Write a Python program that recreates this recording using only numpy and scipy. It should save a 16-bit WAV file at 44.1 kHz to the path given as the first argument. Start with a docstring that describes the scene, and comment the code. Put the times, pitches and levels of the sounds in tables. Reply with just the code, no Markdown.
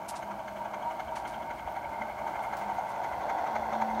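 """A model locomotive in a small room, rolling slowly towards one microphone, heard nose first.
From the start its gear teeth chatter and knock in the plastic body, and the drive rubs three times a
wheel turn, once hard and twice softly. The baseboard rumbles and hums under a steady hiss.
Brief scrapes come early and return; the wheels give short squeals and thud through the board.
In the second half a bogie ticks as it nears, and the locomotive ends up alongside the microphone."""
import sys
import numpy as np
from scipy import signal
from scipy.fft import rfft, irfft
from scipy.io import wavfile

SR = 44100
rng = np.random.default_rng(int(sys.argv[2]) if len(sys.argv) > 2 else 0)


def master(y):
    """Save y as 16-bit WAV."""
    cut = np.clip(np.atleast_2d(y).T, -1, 1)
    pcm = np.round(cut * 32767)  # scale
    wavfile.write(sys.argv[1], SR, pcm.astype(np.int16))


N = 176400
T = np.arange(N) / SR
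TURN_S, RUB_WIDTH_S, DRIFT_HZ = .2565, .006, 6

# The side facing the microphone. Each row: time in seconds, share from 0 (nose) to 1 (flank).
FLANK_SHARE = [(0, 0), (1.7, 0.43), (2.6, 0.47), (3.3, 0.96), (4, 0.99)]
# Wheel turns. Each row: time of the hard rub in seconds, its strength in dB, each soft rub's in dB.
WHEEL_TURNS = [(-.028, 0, -6, 1), (0.231, -3.5, 1, -7), (.484, -4, -3.5, -1), (.743, -0.5, -23, 1),
               (1.002, 0.5, -10, -0.5), (1.259, -5, -1.5, -5), (1.511, -0.5, -1, -3),
               (1.767, -2.5, -16, -9), (2.02, -2.5, -27, -1), (2.279, -0.5, 1, -0.5), (2.537, 1, 0, -2),
               (2.789, -6.5, -12, -2), (3.046, 0, 1, 0), (3.301, 4, 1.5, 5.5), (3.561, 5.5, -8, 4),
               (3.82, 5, -16, -20)]
# Colour of a hard rub and of a tooth's crack. Each row: frequency in Hz, gain in dB.
HARD_COLOUR = [(400, -4.5), (800, 12), (1100, 3), (1580, 9), (1820, -6), (2150, 7.5), (2600, -16.5),
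               (3200, -13), (3700, -19), (4200, -15.5), (5100, -25), (6500, -19), (7600, -37), (10500, -39),
               (11700, -22.5), (14000, -46)]


def undb(db):
    """Decibels to gain."""
    return 10 ** (np.asarray(db) / 20)


def curve(points):
    """Join (seconds, value) points by straight lines."""
    return np.interp(T, *np.array(points).T)


def colour(x, points):
    """Filter by a (Hz, dB) response that rolls off beyond its ends; scale to rms 1."""
    hz, db = np.array(points).T
    f = np.maximum(np.fft.rfftfreq(N, 1 / SR), 1)
    roll_off_db = 24 * np.maximum(np.log2(hz[0] / f), 0) + 12 * np.maximum(np.log2(f / hz[-1]), 0)
    y = irfft(rfft(x) * undb(np.interp(np.log(f), np.log(hz), db) - roll_off_db), N)
    return y / y.std()


def noise():
    """White noise."""
    return rng.standard_normal(N)


def walk(rate_hz):
    """Smooth random wander with spread 1."""
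    y = irfft(rfft(noise()) / (1 + (np.fft.rfftfreq(N, 1 / SR) / rate_hz) ** 4), N)
    return (y - y.mean()) / y.std()


def bump(at, width_s):
    """A bell-shaped swell."""
    return np.exp(-.5 * ((T - at) / width_s) ** 2)


def impacts(per_s, scatter_db):
    """Unevenly spaced tiny blows of uneven strength."""
    jitter, size, sign = rng.standard_normal((3, 24000))
    at = ((np.arange(len(jitter)) + .5 * jitter) / per_s * SR).astype(int)
    inside = (at >= 0) & (at < N)
    return np.bincount(at[inside], (np.sign(sign) * undb(scatter_db * size))[inside], N)


def ring(x, hz, width_hz, bend_hz=None):
    """A steep resonance, rms 1, whose pitch may bend over time."""
    y = irfft(rfft(x) / (1 + (2 * (np.fft.rfftfreq(N, 1 / SR) - hz) / width_hz) ** 2), N)
    if bend_hz is not None:
        y = (signal.hilbert(y) * np.exp(2j * np.pi * np.cumsum(bend_hz) / SR)).real
    return y / y.std()


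def gears():
    """Teeth rattle the body, harder at each tight spot; the microphone hears the nose, then the flank."""
    # The body's response from either side. Each row: frequency in Hz, gain in dB.
    nose_body = [(250, -12.5), (470, -21), (560, -6.5), (635, 0.5), (700, 1.5), (770, 2.5), (890, 4.5),
                 (945, 5.5), (1005, -11), (1130, -8), (1560, -12), (1800, -35), (2000, -21), (2220, -15),
                 (2600, -32.5), (3100, -23.5), (3800, -57), (7000, -39.5)]
    flank_body = [(250, -25), (470, -15.5), (620, -3.5), (700, -1), (780, 1), (870, 1), (930, -1),
                  (1010, -10.5), (1065, -8.5), (1150, -22), (1340, -20), (1490, -14), (1860, -27.5),
                  (2080, -22), (2250, -31), (2600, -36), (3000, -40.5), (3400, -31), (3900, -42),
                  (4300, -35), (4950, -48), (5500, -40), (6300, -44), (9000, -60)]
    # The gear whir. Each row: time in seconds, level in dB.
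    whir_level = [(0, -41.5), (.25, -42), (.55, -44), (.66, -39), (.95, -40), (1.05, -42), (1.25, -40),
                  (1.45, -40.5), (1.53, -41), (1.58, -45), (1.65, -40), (1.85, -41), (2.03, -36),
                  (2.13, -41), (2.22, -36.5), (2.45, -36), (2.85, -36), (3.3, -33.5), (3.55, -33),
                  (3.65, -35), (3.75, -30.5), (3.88, -34.5), (4, -33)]
    teeth = impacts(per_s=900, scatter_db=3)
    share = curve(FLANK_SHARE)
    body = (1 - share) * colour(teeth, nose_body) + share * colour(teeth, flank_body)
    load_db = 2 * sum(bump(at, RUB_WIDTH_S) for at, *_ in WHEEL_TURNS)
    return body * undb(curve(whir_level) + load_db + .5 * walk(18))


def chassis():
    """The teeth keep the chassis ringing; it throbs with the drive and sounds lower from the flank."""
    # Each row: pitch in Hz from the nose and from the flank, width in Hz, throb depth in dB,
    # level in dB at the start, midway and at the end.
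    resonances = [(645, 600, 65, 1.5, -46, -48, -51), (950, 920, 55, 2, -50, -51.5, -45),
                  (1075, 1055, 70, 1, -63, -61, -50), (1600, 1460, 140, 2.5, -62, -54.5, -55),
                  (2230, 2050, 190, 5, -67, -54, -56)]
    lead_s = .0066  # the throb peaks just ahead of the rubs
    throb = np.cos(2 * np.pi * (T + lead_s - WHEEL_TURNS[1][0]) / (TURN_S / 3))
    share, out = curve(FLANK_SHARE), np.zeros(N)
    for nose_hz, flank_hz, width_hz, depth_db, *dbs in resonances:
        bend_hz = (flank_hz - nose_hz) * share + nose_hz * .009 * walk(DRIFT_HZ)
        level_db = np.interp(T, np.linspace(0, T[-1], len(dbs)), dbs) + depth_db * throb
        out += ring(noise(), nose_hz, width_hz, bend_hz) * undb(level_db)
    return out


def rubs():
    """One hard and two soft gritty rubs, a third of a wheel turn apart, set the metal parts ringing."""
    # The soft rubs. Each row: frequency in Hz, gain in dB.
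    soft_colour = [(400, -41), (800, 16.5), (1100, 10.5), (1550, 5.5), (1800, -6), (2200, 1), (2650, -9),
                   (3200, -18), (3800, -31), (5200, -24), (6400, -16), (7600, -30), (14000, -44)]
    # The ring of axle and wheel. Each row: time in seconds, level in dB.
    axle_level = [(0, -66), (.7, -55.5), (1.1, -56), (1.35, -51), (1.5, -57.5), (1.8, -60), (2.05, -68),
                  (2.4, -59), (2.8, -64), (3.2, -63), (4, -74)]
    wheel_level = [(0, -61), (1, -61.5), (1.9, -72), (2.3, -60.5), (3.2, -59.5), (4, -58)]
    soft_width_s, gap_s = .0075, TURN_S / 3
    grains = dict(per_s=2200, scatter_db=2.5)
    hard = sum(undb(db) * bump(at, RUB_WIDTH_S) for at, db, _, _ in WHEEL_TURNS)
    soft = sum(undb(db) * bump(at + k * gap_s, soft_width_s)
               for at, _, *dbs in WHEEL_TURNS for k, db in enumerate(dbs, 1))
    grit = undb(-37.5) * hard * colour(impacts(**grains), HARD_COLOUR)
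    grit += undb(-40.5) * soft * colour(impacts(**grains), soft_colour)
    first_rub = sum(bump(at, RUB_WIDTH_S) for at, *_ in WHEEL_TURNS)
    every_rub = sum(bump(at + k * gap_s, soft_width_s) for at, *_ in WHEEL_TURNS for k in range(3))
    shaft = undb(-67) * first_rub * ring(noise(), hz=4290, width_hz=300)
    axle = ring(impacts(**grains), hz=3080, width_hz=460, bend_hz=3080 * .012 * walk(DRIFT_HZ))
    axle *= undb(curve(axle_level)) * every_rub
    wheel = ring(noise(), hz=6400, width_hz=800)
    wheel *= undb(curve(wheel_level)) * (first_rub + undb(-8) * (every_rub - first_rub))
    return grit + shaft + axle + wheel


def sizzle():
    """Tiny crackles where the wheels roll on the rail."""
    # Each row: frequency in Hz, gain in dB.
    rail_colour = [(4000, -2), (6500, 6.5), (7700, -6), (8800, -1), (10400, -20), (11600, 1.5),
                   (12400, -17), (13100, 8), (14500, -8)]
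    return colour(impacts(per_s=450, scatter_db=4.5), rail_colour) * undb(-71)


def baseboard():
    """The board under the track rumbles, swells with two hums in turn and passes on the wheels' thuds."""
    # Rumble, deep rumble and thud. Each row: frequency in Hz, gain in dB.
    board_colour = [(45, -20), (75, -4), (92, -7.5), (120, -0.5), (165, -5.5), (210, 0.5), (260, -7.5),
                    (330, -0.5), (480, -12), (900, -14)]
    deep_colour = [(30, -26), (37, -27), (48, -3), (68, -3.5), (90, -30)]
    thud_colour = [(38, -9), (55, -1), (75, 7), (120, -24), (300, -19)]
    # Deep rumble, both hums and the single thuds. Each row: time in seconds, level in dB.
    deep_level = [(0, -69), (.9, -62), (1.3, -57.5), (2.1, -61.5), (2.6, -58.5), (3.0, -62), (4, -58.5)]
    low_hum_level = [(0, -86), (.22, -61), (.33, -46), (.42, -61), (.52, -51.5), (.8, -61), (1.1, -94),
                     (2.1, -59.5), (2.5, -62), (2.67, -49), (2.8, -56.5), (3.2, -62), (4, -84)]
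    high_hum_level = [(0, -66), (1.25, -62), (1.36, -54), (1.55, -61.5), (1.88, -72), (2.02, -48),
                      (2.15, -70), (3.4, -62.5), (3.55, -46.5), (3.68, -52), (3.76, -41.5), (4, -40.5)]
    wheel_thuds = [(1.071, -38.5), (1.662, -37), (1.899, -40), (3.138, -40), (3.601, -42)]
    rumble = colour(noise(), board_colour) * undb(-51.5 + .5 * (T - T.mean()))
    hums = np.zeros(N)
    for hz, level in [(202.5, low_hum_level), (221.7, high_hum_level)]:
        gain = np.sqrt(2) * undb(curve(level) + .24 * walk(4.9))
        pitch_hz = hz * (1 + .0038 * walk(4.6))
        hums += gain * np.sin(2 * np.pi * np.cumsum(pitch_hz) / SR)
    blow = colour(signal.unit_impulse(N, N // 2), thud_colour)
    blow /= blow.max()
    thuds = sum(undb(db) * np.interp(T - at, T - T[N // 2], blow) * bump(at, width_s=.018)
                for at, db in wheel_thuds)
    deep = colour(noise(), deep_colour) * undb(curve(deep_level))
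    return rumble + deep + hums + thuds


def hiss():
    """Steady hiss that grows a little as the train nears the microphone."""
    # Each row: frequency in Hz, gain in dB.
    hiss_colour = [(500, 11), (2500, 8), (3800, 2), (4300, 3.5), (5000, -1.5), (6300, -3.5), (7700, -5),
                   (9400, -3), (10400, -9), (11600, -4), (12400, -4.5), (13200, -7), (14400, -8),
                   (15800, -6)]
    return colour(noise(), hiss_colour) * undb(-57.5 + .5 * (T - T.mean()) + .8 * walk(7.9))


def scrapes():
    """Bright grainy scrapes that rise quickly and die away."""
    # Each row: start in seconds, level in dB, top edge in Hz, decay in seconds, tilt in dB per octave.
    strokes = [(0.08, -42, 12500, 0.015, -1), (0.15, -47, 9700, 0.019, -2.5),
               (1.151, -46.5, 11900, 0.029, -6.5), (1.267, -52, 13100, 0.044, -5.5),
               (2.42, -59, 14000, 0.027, 6), (2.565, -53.5, 15500, 0.062, -7),
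               (2.885, -58, 14000, .025, -3)]
    # Their colour before the tilt. Each row: frequency in Hz, gain in dB.
    scrape_colour = [(1500, 0), (3000, -2), (4300, 1), (6500, 2), (8200, 2), (10000, 3.5), (12000, -2),
                     (16000, -3.5)]
    attack_s, hold_s = .0096, .0077
    out = np.zeros(N)
    for at, db, top_hz, decay_s, tilt in strokes:
        tilted = [(hz, gain_db + tilt * np.log2(hz / top_hz)) for hz, gain_db in scrape_colour]
        grit = colour(impacts(per_s=1400, scatter_db=3.5), tilted)
        grit = signal.sosfilt(signal.butter(8, top_hz, fs=SR, output="sos"), grit)
        age = T - at
        envelope = np.clip(age / attack_s, 0, 1) * np.exp(-np.maximum(age - attack_s - hold_s, 0) / decay_s)
        out += undb(db) * grit * envelope
    return out


def knocks():
    """A tooth catches: a brief crack, then one body resonance rings out."""
    # Each row: start in seconds, pitch in Hz, decay in seconds, level in dB.
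    catches = [(0.144, 947, 0.0059, -28), (.605, 933, .011, -31), (.7395, 990, 0.0032, -23),
               (.765, 680, .005, -30), (.957, 950, 0.004, -27), (1.12, 938, .014, -28.5),
               (1.2495, 790, .005, -26.5), (1.379, 825, 0.0034, -22.5), (1.508, 666, .003, -33),
               (1.6755, 770, .011, -26.5), (1.769, 775, 0.013, -29), (2.395, 916, .008, -25.5),
               (2.533, 830, 0.0053, -20.5), (2.699, 786, 0.0049, -22), (2.784, 759, 0.0068, -22.5),
               (3.437, 890, 0.005, -25), (3.623, 780, .006, -21), (3.8213, 868, 0.0043, -15),
               (3.91, 954, 0.004, -27), (3.997, 848, 0.003, -20)]
    attack_s, crack_s = .001, .0035
    out, crack = np.zeros(N), undb(-19) * colour(noise(), HARD_COLOUR)
    for at, hz, decay_s, db in catches:
        age = np.maximum(T - at, 0)
        body = np.sin(2 * np.pi * hz * age) * np.exp(-age / decay_s)
        out += undb(db) * (1 - np.exp(-age / attack_s)) * (body + crack * np.exp(-age / crack_s))
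    return out


def squeals():
    """A wheel sings for a moment on one resonance."""
    # Each row: time of the peak in seconds, pitch in Hz, width in seconds, level in dB.
    wheel_notes = [(0.877, 941, 0.012, -26.5), (2.022, 2074, 0.0023, -32.5), (3.335, 947, 0.018, -32)]
    out = np.zeros(N)
    for at, hz, width_s, db in wheel_notes:
        pitch_hz = hz * (1 + .0048 * walk(72))
        out += undb(db) * bump(at, width_s) * np.sin(2 * np.pi * np.cumsum(pitch_hz) / SR)
    return out


def clicks():
    """A few thin, sharp clicks, high in the treble."""
    # Each row: start in seconds, level in dB, centre in Hz, width in Hz, decay in seconds.
    snaps = [(1.721, -51, 14800, 2000, .002), (2.092, -55, 14300, 2480, .002),
             (2.465, -54, 14500, 2500, .002), (2.569, -43, 6000, 8000, 0.0016),
             (2.572, -57, 15500, 700, .026), (3.806, -56, 14300, 2500, .002)]
    return sum(undb(db) * (T > at) * np.exp(-abs(T - at) / decay_s) * ring(noise(), hz, width_hz)
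               for at, db, hz, width_hz, decay_s in snaps)


def bogie():
    """Light gritty ticks from the second bogie as it nears the microphone."""
    # Each row: time in seconds, level in dB.
    ticks = [(2.405, -60), (2.92, -59), (3.237, -53), (3.39, -61), (3.475, -54.5), (3.737, -51),
             (3.95, -52), (3.996, -55)]
    # Each row: frequency in Hz, gain in dB.
    tick_colour = [(2400, 8), (3000, -1), (3550, 13), (4200, -1), (5000, -11), (6200, 6), (7400, -18),
                   (12000, -27)]
    return sum(undb(db) * bump(at, width_s=.0044) for at, db in ticks) * colour(noise(), tick_colour)


def room(x):
    """The direct sound plus a short wash of reflections from the scenery and the small room."""
    t60_s, gap_s = .2, .003
    tail = (noise() * undb(-60 * T / t60_s) * (T > gap_s))[:N // 8]
    return x + undb(-10) * signal.fftconvolve(x, tail / np.linalg.norm(tail))[:N]


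def scene():
    """All sources at one microphone beside the track."""
    train = gears() + knocks() + chassis() + rubs() + bogie() + clicks() + sizzle()
    return (room(train) + scrapes() + baseboard() + squeals() + hiss())[None]


def record(dry):
    """The recorder cuts the top steeply at 15750 Hz."""
    return signal.sosfilt(signal.ellip(10, .2, 80, 15750, fs=SR, output="sos"), dry)


dry = scene()
out = record(dry)
master(out)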